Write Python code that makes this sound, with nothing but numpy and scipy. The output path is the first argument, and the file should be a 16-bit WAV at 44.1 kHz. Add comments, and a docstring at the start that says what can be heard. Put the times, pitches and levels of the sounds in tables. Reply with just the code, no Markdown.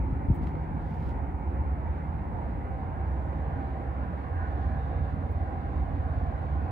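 """Tyre roar from a busy road far off to the right of a river bank, blurred by distance; one big engine slowly
gains speed and other vehicle tones come and go. Tyres and the faint river wash are patchy filtered noise,
engine and tones are wavering sines. The hand-held recorder turns from the water to along the bank. Breeze
buffets its ports, mostly early on; something rustles, taps and ticks close by, and a far bird calls once.
The road reaches the left port late; a faint patchy high hiss lies under everything."""
import sys
import numpy as np
from scipy import signal
from scipy.fft import rfft, irfft, next_fast_len
from scipy.io import wavfile
from scipy.ndimage import uniform_filter1d, map_coordinates

SR = 44100
rng = np.random.default_rng(int(sys.argv[2]) if len(sys.argv) > 2 else 0)


def unload_wav(signal):
    """Save mono or channel-first audio to the path in sys.argv[1] as 16-bit WAV at rate SR, clipped to [-1, 1]."""
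    wavfile.write(
        sys.argv[1],
        SR,
        np.round(np.clip(np.atleast_2d(signal).T, -1, 1) * 32767).astype(np.int16),
    )


N = 295911


def amp(db):
    """Decibels to gain."""
    return 10 ** (np.asarray(db) / 20)


def unit(x):
    """x at rms 1."""
    return x / np.sqrt(np.mean(x ** 2) + 1e-20)


def along(points, hz):
    """(frequency_hz, value) points read on a log frequency axis."""
    f, v = np.transpose(points)
    return np.interp(np.log(hz + 1), np.log(f + 1), v)


def curves(rows):
    """One value per sample for each column after the time."""
    s, *columns = np.transpose(rows)
    return [np.interp(np.arange(N) / SR, s, column) for column in columns]


def wobble(rate):
    """A smooth random curve with rate knots a second."""
    coarse = np.arange(0, N + 16, 16)
    knots = rng.standard_normal(int(N * rate / SR) + 4)
    values = map_coordinates(knots, [coarse * rate / SR])
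    return np.interp(np.arange(N), coarse, values)


def swell(start, end):
    """A smooth rise and fall between two times."""
    u = np.clip((np.arange(N) / SR - start) / (end - start), 0, 1)
    return np.clip(2 * np.sin(np.pi * u), 0, 1) ** 2


def flare(start, peak, fade):
    """Builds up to a peak, then dies away exponentially."""
    t = np.arange(N) / SR
    build = np.clip((t - start) / (peak - start), 0, 1) ** 2
    return build * np.exp(-np.clip(t - peak, 0, None) / fade)


def filtered(x, response):
    """x times a complex response of frequency."""
    m = next_fast_len(N + SR // 2)
    return irfft(rfft(x, m) * response(np.fft.rfftfreq(m, 1 / SR)), m)[..., :N]


def add_at(total, start_s, sound):
    """Mixes a short sound into total from start_s on."""
    first = round(start_s * SR)
    total[:, first:first + sound.shape[-1]] += sound


def rush(spectrum, alike, patchy_db):
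    """Stereo noise of rms 1 with patches of random gain; alike sets how far the ports agree."""
    z = signal.stft(rng.standard_normal((2, N)), nperseg=1024)[2]
    field = uniform_filter1d(rng.standard_normal(z.shape[1:]), size=3, axis=0)
    field = uniform_filter1d(field, size=8, axis=1)
    pair = signal.istft(z * amp(patchy_db * unit(field)), nperseg=1024)[1][:, :N]

    def mid_side(hz):
        # mid and side shares whose left-right correlation is the wanted likeness
        angle = np.arccos(np.clip(along(alike, hz), -1, 1)) / 2
        return amp(along(spectrum, hz)) * [np.cos(angle), np.sin(angle)]

    mid, side = filtered(pair, mid_side)
    return unit(np.array([mid + side, mid - side]))


# The hand-held recorder turning: time_s, turned (0 water, 1 along the bank),
# bass_left_minus_right_db, treble_left_minus_right_db
RECORDER_TURN = [(0, 0, -1.3, -1), (1.8, .15, -1.7, -2), (3.6, .9, -3, -2.5), (6.71, .98, -3.5, -1.5)]


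def recorder_turn():
    """How far the recorder has turned, with the bass and treble balance."""
    turned, bass_db, treble_db = curves(RECORDER_TURN)
    return np.clip(turned, 0, 1), bass_db, treble_db


# Likeness of the two ports facing the water: frequency_hz, correlation
ALIKE_WATER = [(60, .8), (260, .84), (430, .62), (600, .25), (800, .42), (1050, .7), (1400, .48),
               (1640, .1), (1850, .45), (2150, .8), (2500, .47), (2750, .15), (3200, .5), (3800, .1),
               (4400, .45), (5000, .1)]
# Likeness of the two ports facing along the bank: frequency_hz, correlation
ALIKE_BANK = [(60, .97), (260, .92), (430, .57), (600, .4), (780, .5), (980, .2), (1290, .74), (1640, .45),
              (2150, .63), (2550, .15), (3050, .5), (3600, .15), (4250, .45), (5000, .1)]


def roadside_noise(facing_water, facing_bank):
    """Noise from the road side, cross-faded at equal power as the recorder turns."""
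    turned = recorder_turn()[0]
    before = np.sqrt(1 - turned) * rush(facing_water, ALIKE_WATER, patchy_db=1.95)
    return before + np.sqrt(turned) * rush(facing_bank, ALIKE_BANK, patchy_db=2.0)


# Spectrum of the faint high hiss: frequency_hz, level_db
HIGH_HISS_BAND = [(3000, 0.5), (6000, -8), (9000, -3.5), (11500, -4.5), (14000, -11), (16000, -13)]


def high_hiss():
    """A faint patchy high hiss throughout, a little stronger at the left."""
    alike = [(6000, .1), (9000, .7), (11500, -.2), (14000, .8)]  # frequency_hz, correlation
    return amp([[-77.3], [-78.8]]) * rush(HIGH_HISS_BAND, alike, patchy_db=2.0)


# Level of the river wash: time_s, level_db
WASH_LEVEL = [(0, -75.5), (.35, -76.5), (.6, -76.5), (1, -76.5), (1.3, -78.5), (1.9, -76.5), (2.4, -76.5),
              (3, -75.5), (3.6, -74.5), (4.2, -73.5), (4.6, -72), (5.1, -71.5), (5.6, -72.5), (6.1, -71.5),
              (6.71, -70)]
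# Spectrum of the river wash: frequency_hz, level_db
WASH_BAND = [(2200, -34.5), (2800, -6.5), (3500, -6), (4200, -11.5), (4800, -16), (5400, -22), (7000, -24),
             (9000, -61.5)]


def river_wash():
    """Far riffles lie the same way as the road; their noise flickers in level."""
    level_db = curves(WASH_LEVEL)[0] + 0.8 * wobble(12) + 0.9 * wobble(2.5)
    return amp(level_db) * roadside_noise(WASH_BAND, WASH_BAND)


# A faint narrow hiss: start_s, end_s, level_db
NARROW_HISS = (4.72, 5.14, -76.5)
# Its spectrum: frequency_hz, level_db
NARROW_HISS_BAND = [(3200, -40), (3550, -4), (3720, 0), (3900, -5), (4300, -40)]


def narrow_hiss():
    """A narrow band of noise that swells once and fades."""
    start, end, db = NARROW_HISS
    return amp(db) * swell(start, end) * rush(NARROW_HISS_BAND, [(3700, -.3)], patchy_db=3)


# One far bird: start_s, end_s, start_hz, end_hz, level_db
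BIRD_CALL = (3, 3.5, 6799, 7153, -80)


def bird():
    """A thin rising note that levels off; from the side, it arrives half a cycle apart at the ports."""
    start, end, from_hz, to_hz, db = BIRD_CALL
    rise = np.sqrt(np.clip((np.arange(N) / SR - start) / (end - start), 0, 1))
    pitch = from_hz + (to_hz - from_hz) * rise
    note = np.sin(2 * np.pi * np.cumsum(pitch) / SR + .4 * wobble(90))
    return np.sqrt(2) * amp(db) * swell(start, end) * note * [[.9], [-1]]


# Gusts on the ports: start_s, end_s, level_db
GUST_TIMES = [(-.2, 0.252, -39), (.3, 1, -39.5), (1.2, 1.9, -43.5), (2.1, 3.006, -38),
              (4.602, 6.706, -45.5)]
# Spectrum of the buffeting: frequency_hz, level_db
BUFFET_BAND = [(15, -44.5), (35, -12), (50, 0.5), (80, -4.5), (130, -13.5), (250, -32), (500, -71.5),
               (1000, -140)]


def buffeting():
    """Air turbulence at the ports: lumpy low noise, partly different at each."""
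    calm_db, right_port_db = -51, -1.5  # breeze between gusts; right port relative to left
    lumps = amp(3.6 * wobble(5.7) + 1.4 * np.array([wobble(8.8), wobble(7.9)]))
    strength = amp(calm_db) + sum(amp(db) * swell(start, end) for start, end, db in GUST_TIMES)
    noise = unit(lumps * rush(BUFFET_BAND, [(50, 0.9)], patchy_db=2.0))
    return strength * amp([[0], [right_port_db]]) * noise


# Low bumps of the breeze: start_s, level_db, start_hz, end_hz, length_s, left_minus_right_db
WIND_BUMPS = [(.1245, -14.5, 120, 60, .009, 1.5), (.2845, -15.5, 68, 66, .021, 4),
              (.2992, -13.2, 285, 60, .03, -.3)]


def wind_bumps():
    """The breeze bumps the recorder: short low pushes whose pitch falls."""
    total, t = np.zeros((2, N)), np.arange(SR // 4) / SR
    for s, db, from_hz, to_hz, length, pan_db in WIND_BUMPS:
        pitch = to_hz + (from_hz - to_hz) * np.exp(-t / .007)
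        push = (1 - np.exp(-t / .003)) * np.exp(-(t / length) ** 4)
        bump = amp(db) * push * np.sin(2 * np.pi * np.cumsum(pitch) / SR)
        add_at(total, s, bump * amp([[pan_db / 2], [-pan_db / 2]]))
    return total


# Rustles close by: start_s, peak_s, fade_s, level_db
RUSTLE_TIMES = [(.33, .36, .025, -73), (.4, .434, .02, -64.5), (.45, .475, .03, -68), (.55, .95, .15, -70),
                (.93, 1.09, .035, -67.5)]
# Spectrum of the rustles: frequency_hz, level_db
RUSTLE_BAND = [(600, -80), (1500, -5.5), (3000, 3), (4500, -4.5), (6500, -13), (9000, -15.5),
               (15500, -16.5)]


def rustles():
    """Noise with a fast random level crackles in bursts that build and die away."""
    crackle = unit(amp(2.2 * wobble(250)) * rush(RUSTLE_BAND, [(1000, .5)], patchy_db=1.5))
    return crackle * sum(amp(db) * flare(start, peak, fade) for start, peak, fade, db in RUSTLE_TIMES)


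# Dry ticks close by: start_s, peak_db, centre_hz
TICK_TIMES = [(.324, -69, 10000), (.343, -57, 17000), (0.3467, -60, 19000), (.351, -57, 14000),
              (.357, -63, 19000), (.361, -58.5, 14000), (.365, -62, 17000), (.372, -63.5, 19000),
              (.401, -70, 19000), (.436, -68.5, 7500), (.471, -71, 8500), (.641, -73, 9000),
              (1.105, -67, 3300), (1.99, -71.5, 5000), (3.08, -71.5, 4500), (4.43, -69, 5000),
              (5.314, -54, 19000), (5.326, -60, 19000), (5.955, -65, 4030), (6.455, -69.5, 6000)]


def ticks():
    """Each tick is a short decaying noise puff round its own centre frequency."""
    t60_s, attack_s = 0.022, 0.0005
    total, t = np.zeros((2, N)), np.arange(2048) / SR
    for s, db, centre_hz in TICK_TIMES:
        puff = rng.standard_normal(len(t)) * amp(-60 * t / t60_s) * (1 - np.exp(-t / attack_s))
        edges = np.clip([centre_hz * .5, centre_hz * 1.7], 100, SR * .45)
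        puff = signal.sosfilt(signal.butter(3, edges, "bandpass", fs=SR, output="sos"), puff)
        add_at(total, s, amp(db) * puff / np.abs(puff).max())
    return total


# Dull taps on the recorder's case: start_s, level_db, tilt_db_per_octave (above 2 kHz)
CASE_TAPS = [(.4705, -36.5, -1.5), (.4745, -46, 0), (.4855, -51, 0), (.5530, -38.5, -5.5)]
# Modes of the case: frequency_hz, level_db, t60_s
CASE_MODES = [(1300, 0, .012), (2100, 0, .008), (3100, -7, .006), (4300, -12, .006), (5200, -18, .005)]


def case_taps():
    """Each tap rings the modes of the case, which die away in milliseconds."""
    attack_s = 0.00035
    total, t = np.zeros((2, N)), np.arange(2048) / SR
    for s, db, tilt_db in CASE_TAPS:
        ring = 0
        for hz, level, t60 in CASE_MODES:
            mode_db = level + tilt_db * max(np.log2(hz / 2000), 0) - 60 * t / t60
            ring = ring + amp(mode_db) * np.sin(2 * np.pi * hz * t + rng.uniform(0, 1))
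        add_at(total, s, amp(db) * (1 - np.exp(-t / attack_s)) ** 2 * ring)
    return total


# Other vehicle tones: start_s, end_s, start_hz, end_hz, level_db, unsteadiness (scales the random level)
VEHICLE_TONES = [(.2, 2.3, 72.5, 74, -39, 2), (.2, 1.2, 153, 153, -41, 1), (4.6, 5.3, 148, 147, -48, 4),
                 (5.5, 7.2, 148, 146, -47.5, 3), (2.6, 4.6, 150, 147, -50, 4), (1.7, 3.1, 113, 117, -48, 2),
                 (-.3, .7, 275, 274, -48, 2), (.8, 1.9, 273, 273, -54, 2), (3, 4, 141, 141, -50, 2),
                 (3, 7, 266, 264, -55, 3), (2, 6.7, 782, 774, -57.5, 4), (4.37, 4.5, 1490, 1475, -51, 2),
                 (4.32, 4.48, 1590, 1670, -57, 3)]


def vehicle_tones():
    """Each tone glides a little, swells and fades."""
    t, total = np.arange(N) / SR, 0
    for start, end, from_hz, to_hz, db, unsteadiness in VEHICLE_TONES:
        phase = 2 * np.pi * np.cumsum(np.interp(t, [start, end], [from_hz, to_hz])) / SR
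        # the path length drifts by centimetres
        phase += from_hz / 800 * (wobble(4) + wobble(9) + .9 * wobble(22))
        level_db = db + unsteadiness * (.8 * wobble(3.1) + .7 * wobble(11))
        total += np.sqrt(2) * amp(level_db) * swell(start, end) * np.sin(phase)
    return total


# Speed of the big engine: time_s, firing_cycles_hz
ENGINE_SPEED = [(0, 15.94), (1, 16.19), (2.1, 16.36), (5.1, 17.22), (6.71, 17.47)]
# Harmonics of its firing cycle: order, level_db
ENGINE_ORDERS = [(3, -44), (4, -37), (5, -37.5), (6, -54), (7, -47.5)]
# Its changing level: time_s, odd_orders_db, even_orders_db
ENGINE_LOUDNESS = [(0, 4, 6), (.6, -6, -6), (1.2, -2, 0), (1.6, -3, 1), (2.1, -3, -2), (2.6, -1, -5),
                   (2.95, -1, -4), (3.2, -1, 2), (3.8, -1, -2), (4.2, -1, -1), (4.6, -1, 3), (5, 0, 0),
                   (5.35, 1, 2), (5.6, 1, -7), (5.8, 1, 3), (6.15, 5, 1), (6.4, 1, 3), (6.71, 0, 0)]


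def engine():
    """Low orders of one firing cycle throb together; the air on the way makes each one waver."""
    cycle = 2 * np.pi * np.cumsum(curves(ENGINE_SPEED)[0]) / SR
    odd_db, even_db = curves(ENGINE_LOUDNESS)
    total = 0
    for order, db in ENGINE_ORDERS:
        order = round(order)
        smear = .3 * (order - 5) ** 2  # the exhaust pipe spreads each pulse in time
        waver_db = 1.2 * wobble(1.818) + 2.6 * wobble(9)  # slow and quicker fading over the long path
        level_db = db + (odd_db if order % 2 else even_db) + waver_db
        total -= np.sqrt(2) * amp(level_db) * np.sin(order * cycle - smear + 0.4 * wobble(4.1))
    return total


# Vehicles clear a gap in the trees: start_s, peak_s, fade_s, level_db
GAP_SURGES = [(4.26, 4.42, .09, -46), (4.42, 4.76, .06, -50)]
# Spectrum of these surges: frequency_hz, level_db
GAP_SURGE_BAND = [(750, -60), (920, -6), (1000, 1), (1090, -8), (1300, -13), (1450, -3), (1520, -1),
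                  (1700, -3), (1900, -11), (2300, -40), (3500, -100)]


def gap_surges():
    """Traffic noise flares up as vehicles clear a gap in the trees."""
    strength = sum(amp(db) * flare(start, peak, fade) for start, peak, fade, db in GAP_SURGES)
    return strength * rush(GAP_SURGE_BAND, ALIKE_BANK, patchy_db=1.5)


# Spectrum of the exhaust rumble: frequency_hz, level_db
RUMBLE_BAND = [(25, -36), (45, -10.5), (75, -1), (105, -10), (150, -9), (200, -12), (300, -14), (390, -21),
               (600, -45.5), (1200, -120)]


def exhaust_rumble(air):
    """Low exhaust noise, stronger at first and receding exponentially."""
    level_db, extra_db, recede_s = -37, 4.5, 0.84
    receding_db = level_db + extra_db * np.exp(-np.arange(N) / SR / recede_s)
    return amp(receding_db + 0.27 * air) * roadside_noise(RUMBLE_BAND, RUMBLE_BAND)


# Tyre hiss facing the water: frequency_hz, level_db
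HISS_WATER = [(680, -35), (1150, -6.5), (1350, 2), (1490, -0.5), (2100, -5), (2390, -10), (3050, -22),
              (3960, -52), (6710, -120)]
# Tyre hiss facing along the bank: frequency_hz, level_db
HISS_BANK = [(680, -33.5), (1150, -4), (1310, -1), (1480, 0), (1690, -3.5), (2580, -17), (3050, -22.5),
             (3960, -55.5), (6710, -120)]
# The hiss thickens for a while: start_s, end_s, extra_db
HISS_SWELL = (3.9, 4.6, 0.93)


def tyre_hiss(air):
    """The upper tyre noise, which gains level with the turn along the bank."""
    level_db, turn_gain_db = -55, 3.5
    start, end, extra_db = HISS_SWELL
    level_db = level_db + turn_gain_db * recorder_turn()[0] + extra_db * swell(start, end)
    return amp(level_db + 0.3 * air) * roadside_noise(HISS_WATER, HISS_BANK)


# Tyre roar facing the water: frequency_hz, level_db
ROAR_WATER = [(220, -30), (381, -7), (457, -10), (531, -4), (629, -11.5), (716, -4), (893, -2),
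              (1150, -13.5), (1300, -15), (1690, -48), (2860, -120)]
# Tyre roar facing along the bank: frequency_hz, level_db
ROAR_BANK = [(220, -39.5), (380, -19), (472, -5), (585, -7), (761, -3), (797, -1), (861, -11.5),
             (1010, -8.5), (1300, -18), (1690, -50), (2860, -120)]


def tyre_roar(air):
    """Many tyres blur into one broad noise, slightly louder facing along the bank."""
    level_db, turn_gain_db = -43.5, 1
    level_db = level_db + turn_gain_db * recorder_turn()[0]
    return amp(level_db + 0.42 * air) * roadside_noise(ROAR_WATER, ROAR_BANK)


# Phase between the ports for sound from the right: frequency_hz, left_lead_rad (negative is late)
LEFT_PORT_LEAD = [(0, 0), (40, -.35), (170, -.42), (340, -.65), (520, -.5), (690, -.2), (860, -1),
                  (1030, -2), (1380, -3.5), (1720, -5.3), (2070, -6.2), (2450, -6.8), (2800, -9.2),
                  (3400, -10), (4050, -12.5), (4700, -12.9), (5100, -15.7)]


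def road_side():
    """Traffic and river arrive from the right; turning the recorder moves the traffic's balance."""
    _, bass_db, treble_db = recorder_turn()
    half = np.array([[.5], [-.5]])  # shares a left-right difference between the ports
    air = wobble(5.8)  # turbulence on the long path
    low = vehicle_tones() + engine() + exhaust_rumble(air)
    high = gap_surges() + tyre_hiss(air) + tyre_roar(air)
    arriving = river_wash() + narrow_hiss() + low * amp(half * bass_db) + high * amp(half * treble_db)
    lead_hz, lead = np.transpose(LEFT_PORT_LEAD)
    return filtered(arriving, lambda hz: np.exp(1j * half * np.interp(hz, lead_hz, lead)))


def scene():
    """A far bird, breeze on the ports, near sounds, and the road with the river."""
    breeze = buffeting() + wind_bumps()
    nearby = rustles() + ticks() + case_taps()
    return bird() + breeze + nearby + road_side()


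# Overall treble level, a hole near 12 kHz and slightly raised around 14 kHz: frequency_hz, gain_db
TREBLE_SHAPE = [(9000, 0), (10800, -1), (11400, -14), (12200, -14), (13000, 0), (14200, 3), (15700, 2)]


def record(dry):
    """Adds the faint high hiss, shapes the overall treble and leaves nothing above 15.7 kHz."""
    top_hz = 15700
    return filtered(dry + high_hiss(), lambda hz: amp(along(TREBLE_SHAPE, hz)) * (hz < top_hz))


dry = scene()
out = record(dry)
unload_wav(out)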